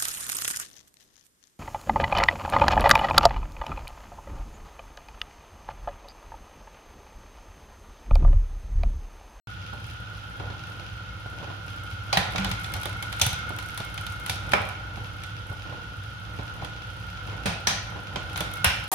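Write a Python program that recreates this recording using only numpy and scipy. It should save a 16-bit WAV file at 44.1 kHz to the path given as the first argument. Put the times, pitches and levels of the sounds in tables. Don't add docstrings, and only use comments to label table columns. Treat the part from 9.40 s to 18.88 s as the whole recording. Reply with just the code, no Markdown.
import sys
import numpy as np
from scipy import signal
from scipy.fft import rfft, irfft, next_fast_len
from scipy.io import wavfile
from scipy.ndimage import map_coordinates

SR = 44100
rng = np.random.default_rng(int(sys.argv[2]) if len(sys.argv) > 2 else 0)


def to_wav(s):
    ch = np.atleast_2d(s).T
    pcm = np.round(np.clip(ch, -1, 1) * 32767)
    wavfile.write(sys.argv[1], SR, pcm.astype(np.int16))


N = 418068


def amp(db):
    return 10 ** (np.asarray(db) / 20)


def unit(x):
    return x / np.sqrt(np.mean(x ** 2) + 1e-20)


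def along(points, hz):
    f, v = np.transpose(points)
    return np.interp(np.log(hz + 1), np.log(f + 1), v)


def peaks(resonances, hz):
    gains = (amp(db) / (1 + ((hz - centre) / width) ** 2) for centre, width, db in resonances)
    return np.sqrt(sum(gain ** 2 for gain in gains))


def wobble(rate):
    return map_coordinates(rng.standard_normal(int(N * rate / SR) + 4), [np.arange(N) * rate / SR])


def add(track, s, sound):
    part = track[:, max(round(s * SR), 0):][:, :sound.shape[1]]
    part += sound[:, :part.shape[1]]


def colour(x, gain):
    n = x.shape[-1]
    m = 2 * next_fast_len(n // 2 + 4096)
    cepstrum = irfft(np.log(np.maximum(gain(np.fft.rfftfreq(m, 1 / SR)), 1e-6)))
    cepstrum[1:m // 2] *= 2
    cepstrum[m // 2 + 1:] = 0
    return irfft(rfft(x, m) * np.exp(rfft(cepstrum)), m)[..., :n]


def shaped(x, spectrum):
    norm = np.sqrt(np.mean(amp(along(spectrum, np.linspace(0, SR / 2, SR // 10))) ** 2))
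    return colour(x, lambda hz: amp(along(spectrum, hz)) / norm)


# f/Hz, likeness (0 to 1)
LIKENESS = [(40, .65), (80, .75), (150, .93), (300, .5), (700, .25), (1500, .05), (5000, 0)]
def noise(size):
    m = next_fast_len(size)
    angle = np.arccos(np.clip(along(LIKENESS, np.fft.rfftfreq(m, 1 / SR)), -1, 1)) / 2
    mid, side = irfft(rfft(rng.standard_normal((2, m))) * [np.cos(angle), np.sin(angle)], m)
    return np.array([mid + side, mid - side])[:, :size]


def burst(t60):
    t = np.arange(SR // 2) / SR
    return unit(noise(len(t)) * amp(-60 * t / t60)) / np.sqrt(len(t))


# f/Hz, t60/s
ROOM_DECAY = [(80, 0.17), (400, 0.68), (1200, 0.59), (3000, 0.64), (6000, 0.49), (12000, 0.26)]
def room_tail():
    size = SR // 2
    hz, t, spectra = signal.stft(noise(size), SR, nperseg=256)
    tail = signal.istft(spectra * amp(-60 * t / along(ROOM_DECAY, hz)[:, None]), SR)[1][:, :size]
    build_up = 1 - np.exp(-np.arange(size) / SR / 0.0027)
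    return unit(tail * build_up) / np.sqrt(size)


def contact(t60, room_db):
    return burst(t60) + amp(room_db) * room_tail()


def link_blows(rate_hz, scatter, spread_db):
    slots = np.arange(int(N / SR * rate_hz))
    late, size = rng.standard_normal((len(slots), 2)).T
    at = np.clip((slots + scatter * late) / rate_hz * SR, 0, N - 1).astype(int)
    return np.bincount(at, amp(spread_db * np.clip(size, -2, 2)), N)


def struck(blows, answer):
    return unit(signal.fftconvolve(blows[None], answer, axes=1)[:, :N])


# f/Hz, level/dB
HUM_TONES = [(62, -51), (90, -54), (100, -45), (113, -49)]
# f/Hz, level/dB
RUMBLE_SPECTRUM = [(15, -58), (25, -15), (35, -29), (44, -15), (54, 1.5), (70, -4.5), (102, 0.5), (114, -2),
                   (134, -6.5), (188, -9.5), (227, -21.5), (306, -19.5), (400, -31.5), (520, -47),
                   (880, -120)]
def stand(rumble_db):
    t = np.arange(N) / SR
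    hum = sum(amp(db) * np.sqrt(2) * np.sin(2 * np.pi * hz * t + .5 * wobble(2.48))
              for hz, db in HUM_TONES)
    return hum + amp(rumble_db - 4.0) * shaped(noise(N), RUMBLE_SPECTRUM)


# t/s, relative level/dB, f/Hz, t60/s
STAND_JOLTS = [(2.531, -27, 93.5, 0.12), (2.986, -26.5, 192, 0.55), (3.042, -44, 188, .14),
               (3.346, -22, 90, 0.084), (3.82, -22.5, 82.5, 0.23), (3.864, -13, 114, 0.067),
               (3.932, -16, 98, 0.067), (4.899, -25, 81.6, 0.11), (5.135, -20, 183, 0.073),
               (6.1, -22, 108, 0.079), (8.06, -29, 180, 0.1), (9.265, -14.5, 83, 0.091)]
def thuds():
    track, t = np.zeros((2, N)), np.arange(SR // 2) / SR
    onset = 1 - np.exp(-t / 0.0045)
    for s, db, hz, t60 in STAND_JOLTS:
        swing = amp(db + 1.0 - 60 * t / t60) * np.sin(2 * np.pi * hz * t) * onset
        add(track, s, np.array([swing, swing]))
    return track


# f/Hz, half-width/Hz, level/dB
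WHIR_PEAKS = [(1337, 78, -7.5), (1389.6, 13, -1.5), (1418, 9.4, -1), (1456.4, 31, -1), (1544, 29, -14)]
def flywheel(whir_db):
    whir = unit(colour(noise(N), lambda hz: peaks(WHIR_PEAKS, hz)))
    return amp(whir_db - 0.9 + 0.35 * wobble(7.8) + 0.85 * wobble(60)) * whir


# t/s, relative level/dB, swell of the chatter around it/dB
FRAME_KNOCKS = [(0.33, -33.5, 1), (0.998, -30, 1.5), (1.102, -33, 6.5), (1.394, -38.5, 1.5),
                (1.859, -35, 1.5), (2.028, -33.5, 5), (2.101, -33, 1), (2.949, -27, 4), (3.054, -29, 5.5),
                (3.355, -29.5, 3), (3.456, -27.5, -3.5), (4.104, -30.5, 1), (4.401, -31, -4.5),
                (5.14, -23, 7), (5.571, -33, 4), (6.115, -35, 0.5), (6.325, -35, 6), (6.989, -30, 3),
                (7.221, -30, 5.5), (7.929, -33.5, 7.5), (8.057, -23.5, 0), (8.56, -35, 7),
                (8.758, -26, 5.5), (9.005, -25.5, 4)]
# f/Hz, level/dB
RATTLE_SPECTRUM = [(120, -27), (200, 1.5), (240, -3.5), (310, 3), (400, -8.5), (495, 4.5), (570, -2),
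                   (700, -3), (800, -2), (1040, -1), (1200, -6), (1800, -8), (3500, -20), (8000, -56)]
KNOCK_SPECTRUM = [(40, -3.5), (100, 8.5), (190, 2.5), (240, -4.5), (310, -2), (400, -2.5), (800, -3),
                  (1100, -5), (2000, -17), (4000, -17.5), (12000, -49)]
def frame(rattle_db):
    chatter = struck(link_blows(rate_hz=60, scatter=.35, spread_db=4.5), contact(0.028, room_db=-1.5))
    knocks = np.zeros((2, N))
    for s, db, _ in FRAME_KNOCKS:
        add(knocks, s, amp(db + 24.5) * contact(t60=0.087, room_db=-5))
    rattle = amp(rattle_db - 1.0) * shaped(unit(noise(N) + 0.86 * chatter), RATTLE_SPECTRUM)
    return rattle + shaped(knocks, KNOCK_SPECTRUM)


# f/Hz, level/dB
RUSTLE_SPECTRUM = [(1000, -27), (1700, 1), (2300, -4.5), (2640, 4), (3100, 3), (4070, -3.5), (4550, -5),
                   (5090, -6), (6700, -11.5), (7630, -22), (10300, -18), (16000, -28.5)]
TICK_SPECTRUM = [(2500, -37), (5000, -7), (7600, -11), (9000, -3), (10100, 2), (11000, -3), (13000, -5),
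                 (16000, -17)]
# f/Hz, half-width/Hz, level/dB
SINGING_PEAKS = [(2159, 20, 13), (3870, 22, -25)]
def chain(rustle_db, ring_db, tick_db):
    rollers = struck(link_blows(rate_hz=88, scatter=.15, spread_db=8.5), contact(0.014, room_db=0.5))
    rustle = amp(rustle_db - .5) * shaped(unit(noise(N) + 0.64 * rollers), RUSTLE_SPECTRUM)
    ring_gain = amp(ring_db + 0.5 + 1.9 * wobble(8.8))
    ring = ring_gain * unit(colour(noise(N), lambda hz: peaks(SINGING_PEAKS, hz)))
    links = struck(link_blows(rate_hz=30, scatter=.08, spread_db=4.0), contact(0.021, room_db=-1.5))
    return rustle + ring + amp(tick_db + 0.4) * shaped(links, TICK_SPECTRUM)


# start/s, end/s
SHIFT_TIMES = [(2.92, 5.3), (8.93, 10)]
def grazes(per_s=14, clack_db=-47, snap_db=-48.5, spread_db=2, clink_hz=3080):
    late, clack, snap, pitch = np.clip(rng.standard_normal((200, 4)), -2, 2).T
    s = (np.arange(len(late)) + .3 * late) / per_s
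    rows = np.column_stack([s, clack_db + spread_db * clack, snap_db + spread_db * snap,
                            clink_hz * np.exp(.15 * pitch)])
    return [row for row in rows if any(start < row[0] < end for start, end in SHIFT_TIMES)]


# t/s, relative clack level/dB, relative snap level/dB, clink f/Hz
CHAIN_CATCHES = [(2.959, -29, -46, 2360), (2.981, -29, -42, 2350), (3.046, -28, -39, 3670),
                 (3.114, -29.5, -39, 2310), (3.244, -35, -47, 3680), (3.338, -32, -35, 5940),
                 (3.432, -38, -41, 3300), (3.456, -34.5, -37, 3600), (3.625, -34.5, -40, 3600),
                 (3.727, -35, -43, 3790), (3.797, -32.5, -37, 3650), (3.865, -30.5, -26, 3790),
                 (3.931, -36, -40, 3620), (4.187, -37, -41, 2730), (4.376, -35.5, -35.5, 3620),
                 (4.402, -38.5, -47, 3600), (4.577, -34.5, -50, 3040), (4.666, -38, -44, 3790),
                 (4.862, -35.5, -36, 2930), (4.897, -41, -31, 3900), (5.119, -31, -40.5, 2410),
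                 (5.289, -43, -46, 2410), (5.836, -39.5, -46.5, 3450), (7.247, -38, -49, 3450),
                 (8.759, -31, -53, 3140), (8.959, -32.5, -56, 3850), (8.976, -34, -35, 3600),
                 (9.006, -29.5, -32.5, 3520), (9.138, -50, -39.5, 3450), (9.245, -32, -19, 4020)]
# f/Hz, level/dB
CLACK_SPECTRUM = [(200, -28), (800, 2), (2200, 2), (3800, 0.5), (6500, -8), (9000, -18.5), (16000, -47)]
SNAP_SPECTRUM = [(2000, -53), (6000, 2), (7600, -0.5), (10000, 10), (13000, 3), (16000, -5)]
def clicks():
    clacks, snaps = np.zeros((2, 2, N))
    for s, clack_db, snap_db, clink_hz in CHAIN_CATCHES + grazes():
        room = room_tail()
        tap = burst(t60=0.038) + amp(-3.5) * room
        clack = colour(tap, lambda hz: np.hypot(1, peaks([(clink_hz, 250, 3)], hz)))
        add(clacks, s, amp(clack_db + 27.0) * clack)
        add(snaps, s, amp(snap_db + 26.5) * (burst(t60=0.017) + amp(-7) * room))
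    return shaped(clacks, CLACK_SPECTRUM) + shaped(snaps, SNAP_SPECTRUM)


# f/Hz, level/dB, t60/s
STEEL_TONES = [(553, 3.5, 0.53), (750, 3, 0.35), (996, 1, 0.52), (1250, 0, 0.4), (1470, 6, 0.34),
               (1550, -2, 0.41), (1695, -1, 0.41), (1814, -3, .4), (2349, 0, 0.6), (2400, -1, 0.49),
               (2640, 2, 0.52), (2870, -3, 0.65), (3130, -2, 0.27), (3980, 10, 0.23), (5352, 3, 0.3),
               (6007, -9, 0.35), (8463, 4, 0.42), (9450, -1, 0.28)]
def cassette_ring():
    t = np.arange(SR // 2) / SR
    ring = sum(amp(db + rng.standard_normal((2, 1)) - 60 * t / t60)
               * np.sin(2 * np.pi * (hz * t + rng.random((2, 1)))) for hz, db, t60 in STEEL_TONES)
    return unit(ring) / np.sqrt(len(t))


# t/s, six relative band levels/dB, three ring pitches f/Hz, crack/dB, room/dB, steel/dB
CHAIN_DROPS = [(2.7275, -38, -26, -30.5, -25, -27.5, -32, 690, 850, 4540, 1, -0.34, -19),
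               (2.771, -28.5, -29.5, -24, -24.5, -30, -26, 804, 1900, 3800, 2.5, -1.5, -22),
               (3.8137, -38, -30, -35.5, -21.5, -22.5, -18, 900, 3500, 6150, 2, -2.2, -16),
               (4.895, -45, -39.5, -43, -34, -34.5, -35, 845, 3680, 11100, 4.5, 1.9, -14),
               (5.134, -29.5, -20.5, -20.5, -23.5, -35.5, -34.5, 1310, 2300, 5200, 4, -2.1, -14.5),
               (8.057, -25, -33.5, -29.5, -29.5, -31, -31.5, 680, 2600, 8900, -5.5, 1.5, -15.5),
               (8.27, -30.5, -34, -28, -27, -22.5, -25.5, 740, 1820, 6070, 0, 1.7, -12.5),
               (9.2432, -37, -27.5, -22.5, -18, -26.5, -25, 1535, 2800, 5300, -2.5, 0.1, -11.5)]
# low f/Hz, high f/Hz
DROP_BANDS = [(50, 220), (450, 1100), (1100, 1900), (1900, 3500), (3500, 7000), (7000, 15000)]
# f/Hz, level/dB
CLUNK_SPECTRUM = [(25, -29), (55, 2), (90, -0.5), (190, 7.5), (270, -10.5), (400, -5), (530, -0.5),
                  (2500, 1), (6000, 1.5), (7400, -6), (9500, -2), (13000, -8.5), (16000, -16)]
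def clunks():
    track = np.zeros((2, N))
    low, high = np.transpose(DROP_BANDS)
    width_db = 10 * np.log10((high - low) / (SR / 2))
    seating = 1 - np.exp(-np.arange(SR // 2) / SR / 0.0015)
    for s, *band_db, low_hz, mid_hz, high_hz, crack_db, room_db, steel_db in CHAIN_DROPS:
        spectrum = np.column_stack([np.sqrt(low * high), band_db - width_db])
        contacts = seating * (amp(crack_db + .5) * burst(t60=0.025) + amp(-5.5) * burst(t60=0.063))
        blow = contacts + amp(room_db - 2.5) * room_tail() + amp(steel_db) * cassette_ring()
        sprocket = [(low_hz, 90, 4), (mid_hz, 150, 4), (high_hz, 260, 7)]
        clunk = colour(blow, lambda hz: amp(along(spectrum, hz) + along(CLUNK_SPECTRUM, hz) + 28)
                       * np.hypot(1, peaks(sprocket, hz)))
        add(track, s, clunk)
    return track


# f/Hz, half-width/Hz, level/dB
BODY_PEAKS = [(588, 38, 0), (796, 97, 3), (1007, 18, 2), (1883, 20, -0.5), (2360, 140, 0.5), (2840, 45, -4),
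              (3140, 120, 2), (3438, 63, 3.5), (3770, 24, 5), (4160, 60, 2.5), (4850, 57, -4),
              (5150, 37, -9.5), (8400, 72, -6.5), (9600, 86, -12)]
def through_body(x):
    return colour(x, lambda hz: np.hypot(1, peaks(BODY_PEAKS, hz)) * amp(-2))


# t/s, nearness/dB
NEARNESS = [(0.12, -0.5), (2.1, 0.5), (2.38, 3), (2.64, 2), (3.0, 8), (3.5, 6), (4.0, 8), (4.3, 4.7),
            (5.1, 5), (5.45, 1.4), (5.8, 2.3), (6.1, 0), (6.8, 0.7), (7.55, 1.5), (7.9, 2), (8.7, 2),
            (9.1, 7.5), (9.45, 3)]
PART_LEVELS = {"whir": (-43, 0.9), "rumble": (-40, 0.58), "ring": (-61.5, 2), "rustle": (-47.5, 0.39),
               "ticks": (-63.5, 1.03), "rattle": (-50, 0.53)}
def scene():
    t = np.arange(N) / SR
    near_db = np.interp(t, *np.transpose(NEARNESS))
    db = {part: far_db + growth * near_db for part, (far_db, growth) in PART_LEVELS.items()}
    swell_s, swell_in_rumble = 0.099, 0.52
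    swell_db = sum(size_db * np.exp(-((t - s) / swell_s) ** 2) for s, _, size_db in FRAME_KNOCKS)
    turn_s, peak_s = .472, 0.47
    turn_db = 3.5 * np.cos(2 * np.pi * (t - peak_s) / turn_s)
    pedalling = chain(db["rustle"], db["ring"], db["ticks"] + turn_db) + frame(db["rattle"] + swell_db)
    bicycle = through_body(pedalling + clicks() + clunks())
    return stand(db["rumble"] + swell_in_rumble * swell_db) + thuds() + flywheel(db["whir"]) + bicycle


# f/Hz, level/dB
RIGHT_OVER_LEFT = [(100, 1), (330, 3), (550, 0), (1100, 4), (1400, 1), (2000, 1), (3200, 5.5), (4800, -3),
                   (6500, -5.5), (7800, -17.5), (10200, -1), (13000, -11.5), (16000, -21)]
def record(dry):
    start_s, top_hz = .072, 16100
    left = colour(dry[0], lambda hz: np.sqrt(2 / (1 + amp(along(RIGHT_OVER_LEFT, hz)) ** 2)))
    right = colour(dry[1], lambda hz: np.sqrt(2 / (1 + amp(-along(RIGHT_OVER_LEFT, hz)) ** 2)))
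    pair = np.array([left, right]) * amp(0.5) * (np.arange(N) / SR > start_s)
    m = next_fast_len(N + SR // 2)
    return irfft(rfft(pair, m) * (np.fft.rfftfreq(m, 1 / SR) < top_hz), m)[:, :N]


dry = scene()
out = record(dry)
to_wav(out)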